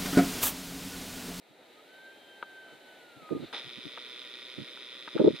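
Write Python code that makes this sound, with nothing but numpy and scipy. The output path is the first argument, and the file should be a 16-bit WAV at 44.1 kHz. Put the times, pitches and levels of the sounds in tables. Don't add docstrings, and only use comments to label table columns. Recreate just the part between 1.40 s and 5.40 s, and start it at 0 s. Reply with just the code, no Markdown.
import sys
import numpy as np
from scipy import signal
from scipy.fft import rfft, irfft
from scipy.io import wavfile

SR = 44100
rng = np.random.default_rng(int(sys.argv[2]) if len(sys.argv) > 2 else 0)


def waveform_to_disk(signal):
    frames = np.transpose(np.atleast_2d(signal))
    scaled = np.clip(frames, -1, 1) * 32767
    samples = np.round(scaled).astype(np.int16)
    wavfile.write(sys.argv[1], SR, samples)


N = 176400
T = np.arange(N) / SR


def from_db(db):
    return 10 ** (np.asarray(db) / 20)


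def unit_power(x):
    return x / np.sqrt(np.mean(x ** 2) + 1e-20)


def over_time(rows):
    times, *columns = np.transpose(rows)
    return [np.interp(T, times, column) for column in columns]


def over_frequency(rows):
    hz, value = np.transpose(rows)
    return np.interp(np.log(np.arange(N // 2 + 1) * SR / N + 1), np.log(hz), value)


def coloured(x, colour):
    return irfft(rfft(x) * from_db(over_frequency(colour)), N)


def noise(colour):
    return unit_power(coloured(rng.standard_normal(N), colour))


def drift(rate_hz):
    hz = np.arange(N // 2 + 1) * SR / N
    return unit_power(irfft(rfft(rng.standard_normal(N)) / (1 + (hz / rate_hz) ** 2), N))


def pan(db):
    return unit_power(from_db([[db / 2], [-db / 2]]))


def swell(peak_s, half_s, rise=1):
    width_s = half_s * np.where(T < peak_s, rise, 2 - rise)
    return np.exp(-.5 * np.minimum(((T - peak_s) / width_s) ** 2, 100))


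def ringing(colour):
    cepstrum = irfft(np.log(from_db(over_frequency(colour))), N)
    return np.exp(rfft(2 * cepstrum * (np.arange(N) < N // 2) * (np.arange(N) > 0)))


def burst(envelope, response):
    filtered = irfft(rfft(envelope * rng.standard_normal(N)) * response, N)
    return unit_power(filtered) * np.sqrt(np.mean(envelope ** 2))


# f/Hz, relative level/dB
AIR_COLOUR = [(30, -58.5), (80, -21.5), (160, -14), (300, -0.5), (580, 0), (850, -3), (1000, -7.5),
              (1090, -19), (1250, -9), (1700, -8.5), (2200, -7), (2800, -12), (3400, -10), (3900, -6),
              (4400, -15), (5200, -23), (9000, -23), (15500, -28.5)]
# f/Hz, likeness (1 = the same)
AIR_LIKENESS = [(100, .8), (600, 0.819), (1100, 0.336), (2000, 0.55), (4000, 0.9), (6000, 0.037),
                (15000, 0.04)]
# t/s, relative level/dB
AIR_LEVEL = [(0, -7.5), (.33, -1), (1.3, -0.5), (2.1, 0.5), (2.4, -1), (4.0, -1)]
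# f/Hz, level change/dB
ZOOM_NOISE_FILTER = [(200, 2.5), (600, 0.5), (730, -12.5), (880, -10), (1000, 5), (2000, -0.5)]

def air(level_db=-55, sway_db=.4264, filter_fade_s=.286):
    alike = over_frequency(AIR_LIKENESS)
    shared = irfft(rfft(noise(AIR_COLOUR)) * np.sqrt((1 + alike) / 2), N)
    side = irfft(rfft(noise(AIR_COLOUR)) * np.sqrt((1 - alike) / 2), N)
    rush = np.array([shared + side, shared - side])
    filter_on = np.clip((T - ZOOM_START_S) / filter_fade_s, 0, 1)
    gain = from_db(level_db + over_time(AIR_LEVEL)[0] + sway_db * drift(7))
    return gain * ((1 - filter_on) * rush + filter_on * coloured(rush, ZOOM_NOISE_FILTER))


# t/s, half length/s, level/dB, left minus right/dB
PUFFS = [(0.11, 0.0115, -63.5, 1.5), (1.325, 0.0138, -60, -3), (1.773, .007, -52, 7.5),
         (1.827, 0.0086, -53.5, -0.5), (1.909, 0.0039, -32.5, -18), (1.917, 0.0039, -26.5, -11.5),
         (1.929, 0.00501, -26, -10), (1.952, 0.00294, -30, 2), (1.967, 0.0081, -32, -5),
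         (2.003, 0.00566, -37.5, -9), (2.032, 0.01007, -37, -4.5), (2.265, 0.01134, -50.5, -3),
         (2.383, 0.0086, -46.5, -12.5), (2.462, 0.00876, -41, 8.5), (3.184, 0.00313, -33.5, -9.5),
         (3.199, 0.00755, -40.5, -0.5), (3.221, 0.0096, -41.5, -17), (3.757, 0.0059, -28.5, -2.5),
         (3.767, 0.0039, -22.5, 23), (3.802, 0.0048, -16, -5), (3.817, 0.00638, -19, 1),
         (3.846, 0.00518, -13.5, 0), (3.862, .005, -19, -1.5), (3.879, 0.00497, -10.5, 3),
         (3.905, 0.00725, -29.5, -0.5), (3.94, 0.0097, -38, -7)]
# f/Hz, relative level/dB
GENTLE_PUFF = [(30, -38.5), (70, -17.5), (140, 3.5), (200, -3), (300, -0.5), (450, -17), (700, -37),
               (1100, -53), (2000, -69)]
STRONG_PUFF = [(30, -59), (70, -40), (150, -13), (230, -7), (320, 1.5), (420, 0.5), (480, -5), (610, -9.5),
               (750, -30), (950, -24.5), (1080, -35.5), (1300, -34.5), (2000, -68.5), (5000, -93.5)]

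def wind(gentle_db=-45, strong_db=-20.5):
    gentle, strong = over_frequency(GENTLE_PUFF), over_frequency(STRONG_PUFF)
    out = 0
    for peak_s, half_s, db, pan_db in PUFFS:
        force = np.clip((db - gentle_db) / (strong_db - gentle_db), 0, 1)
        response = from_db(force * strong + (1 - force) * gentle)
        envelope = swell(peak_s, half_s, rise=.737)
        puff = np.array([burst(envelope, response), burst(envelope, response)])
        out = out + from_db(db) * pan(pan_db) * puff
    return out


# t/s, half length/s, level/dB
RUBS = [(0.21, 0.0231, -57.5), (1.291, .035, -55)]
# f/Hz, relative level/dB
RUB_COLOUR = [(60, -23.5), (250, -2.5), (700, 5.5), (1080, -12), (1350, -3), (2000, -15.5), (4000, -23),
              (6000, -45.5)]

def hand_rubs():
    return noise(RUB_COLOUR) * sum(from_db(db) * swell(peak_s, half_s) for peak_s, half_s, db in RUBS)


# t/s, f/Hz
WHISTLE_PITCH = [(.35, 1235), (.41, 1275), (.46, 1480), (.53, 1529), (.66, 1562), (.8, 1577), (1.0, 1562),
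                 (1.3, 1537), (1.58, 1496), (1.7, 1426), (1.785, 1360), (1.835, 1263), (1.92, 1236),
                 (2.03, 1210)]
# t/s, main note level/dB, octave level/dB
WHISTLE_LEVELS = [(.33, -81, -90), (.395, -57.5, -80.5), (.44, -79, -92.5), (.53, -57, -67),
                  (.67, -53, -72), (.75, -59.5, -65.5), (.83, -78, -63), (.91, -57.5, -59.5),
                  (1.07, -57, -69.5), (1.19, -49.5, -65.5), (1.3, -56.5, -62.5), (1.41, -68, -71.5),
                  (1.49, -58, -66), (1.6, -61, -71.5), (1.72, -60, -72.5), (1.79, -62.5, -73),
                  (1.85, -53, -73), (1.94, -52, -67), (1.985, -55.5, -70.5), (2.04, -80, -82)]
# delay/s, relative level/dB
ECHOES = [(.043, -15), (.097, -21), (.171, -23)]

def stag(waver=.00177, flutter_db=.88):
    hz = over_time(WHISTLE_PITCH)[0] * (1 + waver * drift(30.1))
    phase = 2 * np.pi * np.cumsum(hz) / SR
    call = 0
    for harmonic, db in enumerate(over_time(WHISTLE_LEVELS), start=1):
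        gain = from_db(db + flutter_db * drift(13.7))
        call = call + gain * np.sqrt(2) * np.sin(harmonic * phase)
    return call + sum(from_db(db) * np.interp(T - delay_s, T, call, left=0) for delay_s, db in ECHOES)


# t/s, level/dB, left minus right/dB, time to fade by 60 dB/s, snap over rattle/dB
CLICKS = [(1.027, -27.5, 4, 0.024, -0.5), (1.891, -46.5, 1, 0.04, 0), (2.128, -39.5, 4.5, 0.2649, 2),
          (2.574, -33, 3.5, 0.0293, -10.5), (2.583, -40, 0, 0.0011, -4.5), (3.373, -44, 3.5, 0.0282, 2.5),
          (3.676, -31.5, 3, 0.03, -7), (3.776, -37, -4, 0.1481, -8.5)]
# f/Hz, relative level/dB
SNAP_COLOUR = [(60, -51), (350, -12.5), (700, -6.5), (950, 6), (1080, -2), (1250, 8), (1600, 6.5),
               (2200, -7.5), (3000, -3.5), (3900, -16.5), (4600, -31.5), (6000, -43), (12000, -67)]
RATTLE_COLOUR = [(60, -41.5), (250, -6.5), (480, -3), (750, -2.5), (950, 0), (1080, -7.5), (1220, 3),
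                 (1520, 0.5), (1800, -9), (2800, -12), (4000, -21.5), (5500, -40.5), (12000, -65)]

def body_clicks(attack_s=.0009, snap_energy_s=.000667):
    rattle_response = ringing(RATTLE_COLOUR)
    snap = unit_power(irfft(ringing(SNAP_COLOUR), N)) * np.sqrt(snap_energy_s * SR / N)
    out = 0
    for start_s, db, pan_db, fade_s, snap_db in CLICKS:
        age = np.maximum(T - start_s, 0)
        rise = 1 - np.exp(-age / attack_s)
        fall = from_db(-60 * np.minimum(age / fade_s, 2))
        click = burst(rise * fall, rattle_response) + from_db(snap_db) * np.roll(snap, int(start_s * SR))
        out = out + pan(pan_db) * from_db(db) * click
    return out


# f/Hz, relative level/dB
SLIDE_COLOUR = [(200, -9.5), (900, -14), (1080, -15), (1300, -1.5), (1800, -7.5), (2900, -5.5), (3250, -8),
                (3700, 2), (4400, -10), (5300, -23.5), (9000, -45.5)]

def finger_slide(level_db=-51.5):
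    return from_db(level_db) * swell(peak_s=2.055, half_s=.0352) * noise(SLIDE_COLOUR)


# f/Hz, width/Hz, relative level/dB
CASE_NOTES = [(367.4, 91.4, -11), (1018, 24.4, -15), (1172.3, 62, -13.5), (1468, 121.6, -11.5),
              (1886, 125.4, -7), (2426, 304, -6), (3109, 86, -3), (3482.2, 183, 1), (3793, 233.5, -1),
              (4133, 212, -8.5), (5040, 206, -11.5), (5866, 1300, -24)]

def camera_case(shaking, cutoff_hz=6050):
    out = 0
    for hz, width_hz, db in CASE_NOTES:
        decay = np.exp(-np.pi * width_hz / SR)
        feed = np.array([1, 0, -1]) * (1 - decay ** 2) / 2
        feedback = [1, -2 * decay * np.cos(2 * np.pi * hz / SR), decay ** 2]
        out = from_db(db) * signal.lfilter(feed, feedback, shaking) - out
    return unit_power(signal.sosfilt(signal.butter(8, cutoff_hz, fs=SR, output="sos"), out))


def motor_ticks(steps_per_s=123.9, limp=.059, limp_s=.00015, jitter_s=.00011):
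    spurt = (T > 2.141) & (T < 2.177)
    step_rate = steps_per_s * np.where(spurt, 2, 1)
    on_beat = np.flatnonzero(np.diff(np.floor(2 * np.cumsum(step_rate) / SR)))
    count = np.arange(len(on_beat))
    strong = (-1) ** (count // 2)
    late_s = limp_s * strong + jitter_s * rng.standard_normal(len(count))
    tick_db = -12 * (count % 2) + 1.2 * rng.standard_normal(len(count))
    starts = np.clip(on_beat + (late_s * SR).astype(int), 0, N - 1)
    ticks = np.zeros(N)
    ticks[starts] = from_db(tick_db) * (1 + limp * strong)
    return ticks


# t/s, level/dB
MOTOR_LEVEL = [(2.127, -58), (2.129, -39), (2.141, -40), (2.146, -40), (2.172, -42), (2.186, -41),
               (2.225, -46.5), (3.0, -46.5), (3.94, -47.5), (3.966, -40.5), (3.98, -47), (4.0, -42.5)]
ZOOM_START_S = MOTOR_LEVEL[0][0]
# f/Hz, relative level/dB
GEAR_HISS = [(4000, -36), (6400, -2), (7400, -22), (8800, -8.5), (9900, 0.5), (10300, -2), (10700, -28),
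             (15000, -39.5)]

def zoom_motor(grind_db=-2.5, grind_s=.001054, side_db=-4.5, hiss_db=-23.5, left_lag_s=.00004):
    ticks = motor_ticks()
    drag = .41 + signal.lfilter([1], [1, -np.exp(-1 / (grind_s * SR))], ticks)
    grind, side_grind = unit_power(drag * rng.standard_normal((2, N)))
    shared = camera_case(unit_power(ticks) + from_db(grind_db) * grind)
    treble_only = signal.butter(3, 3900, "high", fs=SR, output="sos")
    side = from_db(side_db) * signal.sosfilt(treble_only, camera_case(side_grind))
    left, right = np.interp(T - left_lag_s, T, shared + side), shared - side
    buzz = pan(db=-1) * np.array([left, right])
    hiss = from_db(hiss_db) * np.array([noise(GEAR_HISS), noise(GEAR_HISS)])
    return from_db(over_time(MOTOR_LEVEL)[0]) * (T > ZOOM_START_S) * (buzz + hiss)


def scene():
    return air() + wind() + hand_rubs() + stag() + body_clicks() + finger_slide() + zoom_motor()


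def record(dry):
    return signal.sosfiltfilt(signal.ellip(10, .05, 70, 15500, fs=SR, output="sos"), dry)


dry = scene()
out = record(dry)
waveform_to_disk(out)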